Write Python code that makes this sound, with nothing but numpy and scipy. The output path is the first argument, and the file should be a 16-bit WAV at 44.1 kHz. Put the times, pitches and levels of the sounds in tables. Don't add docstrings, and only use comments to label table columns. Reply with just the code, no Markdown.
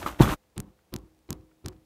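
import sys
import numpy as np
from scipy import signal
from scipy.fft import rfft, irfft
from scipy.io import wavfile

SR = 44100
rng = np.random.default_rng(int(sys.argv[2]) if len(sys.argv) > 2 else 0)


def amplitude_ratio(level_db):
    exponent = np.asarray(level_db, float) / 20
    return 10 ** exponent


def master_out(mix):
    frames = np.transpose(np.atleast_2d(mix))
    ceiling = np.clip(frames, -1, 1)
    pcm = np.round(ceiling * 32767).astype(np.int16)
    wavfile.write(sys.argv[1], SR, pcm)


N = 81585


def evened(x):
    return x / np.sqrt(np.mean(x ** 2) + 1e-20)


def add(mix, start_s, sound):
    part = mix[round(start_s * SR):][:len(sound)]
    part += sound[:len(part)]


def curve(points):
    return amplitude_ratio(np.interp(np.arange(N) / SR, *np.transpose(points)))


def coloured(x, points):
    pitch_hz, level_db = np.transpose(points)
    bin_hz = np.fft.rfftfreq(N, 1 / SR)
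    gain_db = np.interp(np.log(bin_hz + 1), np.log(pitch_hz + 1), level_db)
    return evened(irfft(rfft(x) * amplitude_ratio(gain_db), N))


def grains(per_s, spread_db, dense):
    chance, size, bed = rng.random(N), rng.exponential(1, N), rng.standard_normal(N)
    hits = (chance < per_s / SR) * amplitude_ratio(spread_db * np.minimum(size, 4)) * np.sign(bed)
    return evened(hits) + dense * bed[::-1]


def ring(modes):
    t = np.arange(SR) / SR
    return sum(amplitude_ratio(db - 60 * t / t60_s) * np.sin(2 * np.pi * hz * t) for hz, db, t60_s in modes)


def blow(modes, contact_s, peak_db):
    u = np.arange(0, 8 * contact_s, 1 / SR) / contact_s
    pulse = u ** 2 * np.exp(-2 * u)
    x = signal.fftconvolve(np.gradient(pulse), ring(modes))
    return amplitude_ratio(peak_db) * x / abs(x).max()


def blip(peak_db, hz, turns, rough):
    u = np.arange(0, 6 * turns / hz, 1 / SR) * hz
    band = signal.butter(3, [.4 * hz, min(1.45 * hz, 15000)], "band", fs=SR, output="sos")
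    noise = signal.sosfilt(band, rng.standard_normal(3000))
    edge = evened(noise)[500:500 + len(u)]
    swell = u / turns * np.exp(1 - u / turns)
    return amplitude_ratio(peak_db) * swell * (np.sin(2 * np.pi * u) + rough * edge)


def add_shove(mix, peak_s, peak_db, hz, way=1):
    u = np.arange(-1.5 / hz, 1.5 / hz, 1 / SR) * hz
    shove = amplitude_ratio(peak_db) * np.cos(2 * np.pi * u) * np.exp(-((u + .08) / .55) ** 2)
    add(mix, peak_s - 1.5 / hz, way * shove)


# start_s, peak_db
SLAM_HIT = (.2055, -2)
# start_s, peak_db
CORNER_HIT = (.2006, -15)
# pitch_hz, level_db, t60_s
SLAM_BODY = [(53, -7, 0.37), (135, 4.5, 0.08), (166.1, -4, 0.041), (311.3, -10.5, 0.062),
             (469, -2.5, 0.025), (706.7, -5, 0.037), (886, 0, 0.048), (1120, -7, 0.015)]
# peak_s, peak_db, pitch_hz
COUNTER_REBOUND = (.2086, -3.5, 340)


def add_slam(mix):
    contact_s = 0.00086
    for start_s, peak_db in (SLAM_HIT, CORNER_HIT):
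        add(mix, start_s, -blow(SLAM_BODY, contact_s, peak_db))
    add_shove(mix, *COUNTER_REBOUND)


# start_s, peak_db
KNOCK_HIT = (.0618, -19)
# pitch_hz, level_db, t60_s
KNOCK_BODY = [(231.4, 11.5, 0.15), (337, 19.5, .08), (651.6, 4.5, 0.064), (1057, 11.5, 0.1211),
              (1227, 22.5, 0.0305), (1440, 5.5, 0.094), (1629, 2.5, .08), (1920, 2.5, 0.16),
              (3080, -2, 0.046)]


def add_knock(mix):
    add(mix, KNOCK_HIT[0], blow(KNOCK_BODY, contact_s=.0003, peak_db=KNOCK_HIT[1]))


# time_s, level_db
HAND_FORCE = [(0, -43.5), (.028, -39), (.058, -48), (.064, -30), (.085, -36.5), (.14, -48), (.186, -52),
              (.196, -33), (.218, -26), (.265, -34.5), (.298, -31), (.345, -34)]
# pitch_hz, level_db
FOIL_TONE = [(180, -31.5), (300, 6), (470, -8.5), (565, -2.5), (1210, -4), (1970, -11), (3800, -17),
             (7000, -40.5), (16000, -60)]


def crumpling_foil():
    return curve(HAND_FORCE) * amplitude_ratio(-0.5) * coloured(grains(2500, spread_db=3.5, dense=0.2), FOIL_TONE)


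# time_s, level_db
SIFT_LEVEL = [(0.0, -50), (0.058, -55.5), (0.066, -44), (0.162, -66.5), (0.182, -64), (0.22, -33),
              (0.264, -46), (0.33, -43), (0.345, -43)]
# pitch_hz, level_db
SIFT_TONE = [(2000, -30), (4000, -2.5), (6500, 1.5), (10500, -2.5), (13000, 0), (16000, -6)]


def sifting_sugar():
    return curve(SIFT_LEVEL) * amplitude_ratio(1.0) * coloured(grains(4000, spread_db=2.5, dense=0.4), SIFT_TONE)


# time_s, level_db
SHIFT_LEVEL = [(0, -41), (.06, -32.5), (.1, -39), (.185, -50), (.198, -27.5), (.235, -11), (.26, -27.5),
               (.31, -37.5), (.345, -30.5)]
# pitch_hz, level_db
SLUMP_TONE = [(15, -50), (28, 3), (55, 13.5), (146, -1.5), (195, 4.5), (290, -10), (468, -6.5),
              (1030, -21.5), (1500, -35), (1950, -64), (3300, -120)]


def slumping_sugar():
    return curve(SHIFT_LEVEL) * amplitude_ratio(-5.0) * coloured(grains(300, spread_db=4.0, dense=0.8), SLUMP_TONE)


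# peak_s, peak_db, pitch_hz, way
SUGAR_LUMPS = [(.2023, -15, 330, 1), (.2070, -9, 420, -1), (.2385, -17, 200, -1), (.2575, -21, 250, 1),
               (.2655, -20, 160, -1), (.2710, -18, 170, 1), (.2843, -18, 300, 1), (.2930, -22, 150, -1),
               (.3050, -23, 70, 1), (.3170, -25, 75, -1), (.3255, -24, 230, 1), (.3430, -30, 160, 1)]


def add_lumps(mix):
    for row in SUGAR_LUMPS:
        add_shove(mix, *row)


# start_s, peak_db, pitch_hz
CREASE_CHIRP = (.232, -26, 3400)
# start_s, peak_db,
# pitch_hz
CREASE_POPS = [(.004, -47, 2600), (.0195, -37.5, 950), (.0215, -36, 800), (.0275, -38, 2570),
               (.0283, -34.5, 1250), (0.0627, -19.5, 1254), (.0745, -27, 1200), (.075, -38, 4500),
               (.0815, -37, 1100), (0.084, -34, 2900), (.091, -30, 1200), (.098, -36, 1100),
               (.103, -41, 1150), (.194, -33.5, 2570), (.1995, -33, 2800), (.209, -27, 1500),
               (0.2165, -20.5, 3900), (.218, -23.5, 2800), (.2195, -18.5, 950), (0.226, -23.5, 3600),
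               (.2265, -27.5, 1100), (.232, -26, 1400), (.2405, -26, 1200), (0.245, -23.5, 1120),
               (0.251, -23.5, 1200), (.2565, -27.5, 2200), (.2765, -23.5, 1300), (.279, -29.5, 1300),
               (0.2903, -20.5, 1150), (.291, -30, 3300), (.2985, -25, 1500), (.3005, -29, 1700),
               (.3095, -27, 2800), (0.3125, -26, 1000), (.3175, -26.5, 1000), (.319, -28.5, 2700),
               (.324, -23.5, 1000), (.3365, -26, 1220)]


def add_creases(mix):
    add(mix, CREASE_CHIRP[0], blip(*CREASE_CHIRP[1:], turns=6.9, rough=0.12))
    for start_s, peak_db, hz in CREASE_POPS:
        add(mix, start_s, blip(peak_db, hz, turns=1.1, rough=0.34))


def loud_handling():
    foil_top_hz = 15700
    mix = crumpling_foil() + sifting_sugar()
    mix = signal.sosfilt(signal.cheby2(10, 40, foil_top_hz + 400, fs=SR, output="sos"), mix)
    mix += slumping_sugar()
    add_knock(mix)
    add_slam(mix)
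    add_lumps(mix)
    add_creases(mix)
    fade_s, length_s, fade_db = 0.3406, 0.0253, -40.5
    return mix * curve([(fade_s, 0), (fade_s + length_s, fade_db), (fade_s + 3 * length_s, 2 * fade_db)])


# touch_s, weight_db, rebound_db, cupboard_ring_db, door_share_db
BOUNCES = [
    (.560, -42.5, -17, -71, 13.5),
    (0.92, -41, -21, -58.5, -3.5),
    (1.288, -41, -23, -56, -0.5),
    (1.641, -43, -22, -59.5, 2),
]


def bounce_force():
    rise_s, hold_s, fall_db_per_s = 0.013, 0.021, 381
    rebound_s, rebound_width_s = 0.11, 0.058
    t, force = np.arange(N) / SR, np.zeros(N)
    for touch_s, weight_db, rebound_db, _, _ in BOUNCES:
        u = t - touch_s
        release = amplitude_ratio(-fall_db_per_s * np.maximum(u - rise_s - hold_s, 0))
        settle = np.clip(u / rise_s, 0, 1) ** 0.64 * release
        rebound = amplitude_ratio(rebound_db) * np.exp(-((u - rebound_s) / rebound_width_s) ** 2)
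        force += amplitude_ratio(weight_db) * (settle + rebound)
    return force


# pitch_hz, level_db
THUD_TONE = [(20, -9), (80, 9), (140, -12), (200, -7.5), (360, 1.5), (600, -14.5), (1100, -13), (1700, -28),
             (3500, -37), (6000, -49)]
# pitch_hz, level_db, t60_s
COUNTER_BODY = [(91, 1.5, 0.15), (197, -1, .11), (296.2, -6.5, 0.13), (363.4, -0.5, 0.13),
                (1150, -28, 0.044)]
# pitch_hz, level_db
GRIT_TONE = [(400, -20), (900, 0), (1500, -3), (3500, -8), (6500, -16), (12000, -22)]
# peak_s, peak_db, pitch_hz
LANDING_PUSHES = [(.5815, -28, 140), (.5963, -27, 190), (.6045, -33, 110), (.9428, -27, 190),
                  (.9570, -26, 210), (.9650, -34, 90), (1.3085, -26, 170), (1.3215, -28, 260),
                  (1.3292, -28, 170), (1.6640, -30, 110), (1.6780, -32, 250), (1.6870, -37, 100)]
# peak_s, peak_db, pitch_hz
AFTER_BUMPS = [(0.627, -48, 170), (0.647, -42, 190), (0.682, -47, 195), (0.707, -51, 181),
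               (1.039, -47, 148), (1.06, -58, 300), (1.358, -42, 276), (1.403, -44, 90),
               (1.438, -53.5, 170), (1.72, -64, 300), (1.761, -50.5, 151), (1.789, -51, 130)]


def bounces():
    force = bounce_force()
    thud = coloured(grains(900, spread_db=-0.5, dense=0.9), THUD_TONE)
    rumble = grains(600, spread_db=2.0, dense=0.63)
    counter = evened(signal.oaconvolve(rumble, ring(COUNTER_BODY))[:N])
    grit = coloured(grains(700, spread_db=3.5, dense=.15), GRIT_TONE)
    mix = force * (thud + amplitude_ratio(1) * counter + amplitude_ratio(-24) * grit)
    for row in LANDING_PUSHES + AFTER_BUMPS:
        add_shove(mix, *row)
    return mix


# (peak_db, pitch_hz)
FOIL_SNAPS = [
    (.5792, -12, [(-26, 3500), (-22, 8500), (-35, 12800)]),
    (.6022, -15, [(-31, 3000), (-26, 6500), (-26, 9300), (-29, 12800)]),
    (.9397, -12, [(-22, 4500), (-30, 9800), (-27, 13500)]),
    (.9629, -16, [(-28, 3500), (-26, 6500), (-32, 11500)]),
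    (1.3056, -12, [(-29, 3000), (-19, 6800), (-22, 13000)]),
    (1.3287, -14, [(-33, 2200), (-26, 4300), (-30, 6500), (-31, 9000), (-35, 13500)]),
    (1.6609, -11, [(-24, 5500), (-29, 9000), (-39, 13800)]),
    (1.6842, -16, [(-33, 2400), (-27, 4500), (-32, 7500), (-37, 11000), (-37, 14000)]),
    (1.6860, -30, [(-38, 4500), (-42, 8500), (-46, 13000)]),
]
# pitch_hz, level_db, t60_s
BAG_WALL = [(1154, -10.5, 0.0019), (2740, -4.5, 0.0006)]


def foil_snaps():
    rise_s = .000105
    mix, t = np.zeros(N), np.arange(200) / SR
    u = t / rise_s
    for start_s, wall_db, modes in FOIL_SNAPS:
        foil = np.zeros(200)
        for k, (peak_db, hz) in enumerate(modes):
            foil += (-1) ** k * amplitude_ratio(peak_db - .5) * np.sin(2 * np.pi * hz * t)
        foil *= u * np.exp(1 - u)
        tail = amplitude_ratio(-53 - 60 * t / 0.011) * rng.standard_normal(200)
        swing = ring(BAG_WALL)[:200] * np.minimum(u / 2, 1)
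        add(mix, start_s, foil + amplitude_ratio(wall_db) * (tail - swing))
    return mix


# pitch_hz, level_db, t60_s
CUPBOARD_BODY = [(55.7, 11, 0.42), (155.3, 1.5, 0.49), (317, 4.5, 0.92)]
# pitch_hz, level_db, t60_s
DOOR_BODY = [(513, -4, .8), (743, -8, .45), (1100, -14, .2)]
# start_s, level_db
DOOR_HUM = (.36, -66)


def cupboard():
    delay_s, swell_s = .045, 0.0048
    mix, swell = np.zeros(N), np.minimum(np.arange(SR) / SR / swell_s, 1)
    for touch_s, _, _, ring_db, door_db in BOUNCES:
        body = ring(CUPBOARD_BODY) + amplitude_ratio(door_db) * ring(DOOR_BODY)
        add(mix, touch_s + delay_s, amplitude_ratio(ring_db) * swell * body)
    add(mix, DOOR_HUM[0], amplitude_ratio(DOOR_HUM[1]) * swell * ring(DOOR_BODY[:1]))
    return mix


# start_s, peak_db, pitch_hz
FOIL_TICKS = [(.435, -74, 1800), (.559, -69, 11000), (.987, -64, 11500), (1.147, -73, 9000),
              (1.19, -71, 9050), (1.281, -72, 8000), (.50, -75.5, 5700), (.564, -58.5, 2900),
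              (.567, -63, 2700), (0.592, -57, 3100), (.685, -75, 1830), (0.788, -70.5, 1550),
              (0.925, -61.5, 2820), (0.933, -63, 1750), (0.948, -63, 2950), (0.953, -73, 3200),
              (0.986, -63.5, 6860), (1.148, -82, 3870), (1.189, -80, 2850), (1.29, -58.5, 2900),
              (1.318, -63, 3280), (1.328, -63, 3200), (1.41, -72, 4470), (1.512, -71, 1510),
              (1.646, -62, 3460), (1.672, -63, 2980), (1.689, -64, 2820), (1.720, -65, 1270),
              (1.726, -68, 6150), (1.730, -67, 3000), (1.652, -66, 6500), (1.764, -74, 3480)]


def foil_ticks():
    mix = np.zeros(N)
    for start_s, peak_db, hz in FOIL_TICKS:
        add(mix, start_s, blip(peak_db - 4.5, hz, turns=4., rough=2.5))
    return mix


# pitch_hz, level_db
ROOM_TONE = [(20, -10.5), (50, 4), (110, 0.5), (300, -2), (800, -8), (1400, -14.5), (12500, -24),
             (15700, -23), (16200, -62.5)]


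def room_hiss():
    return amplitude_ratio(-68.5) * coloured(rng.standard_normal(N), ROOM_TONE)


def scene():
    bag = loud_handling() + bounces() + foil_snaps()
    return (bag + cupboard() + foil_ticks() + room_hiss())[None]


def top_cut(x):
    return signal.sosfilt(signal.butter(12, 16840, fs=SR, output="sos"), x)


def record(dry):
    low_cut_hz, top_hz = 30, 16300
    x = signal.sosfilt(signal.butter(2, low_cut_hz, "high", fs=SR, output="sos"), dry)
    x = signal.oaconvolve(x, signal.firwin(255, top_hz, window=("kaiser", 8), fs=SR)[None], "same")
    mix = np.clip(x, -.99, .99)
    return top_cut(mix)


dry = scene()
out = record(dry)
master_out(out)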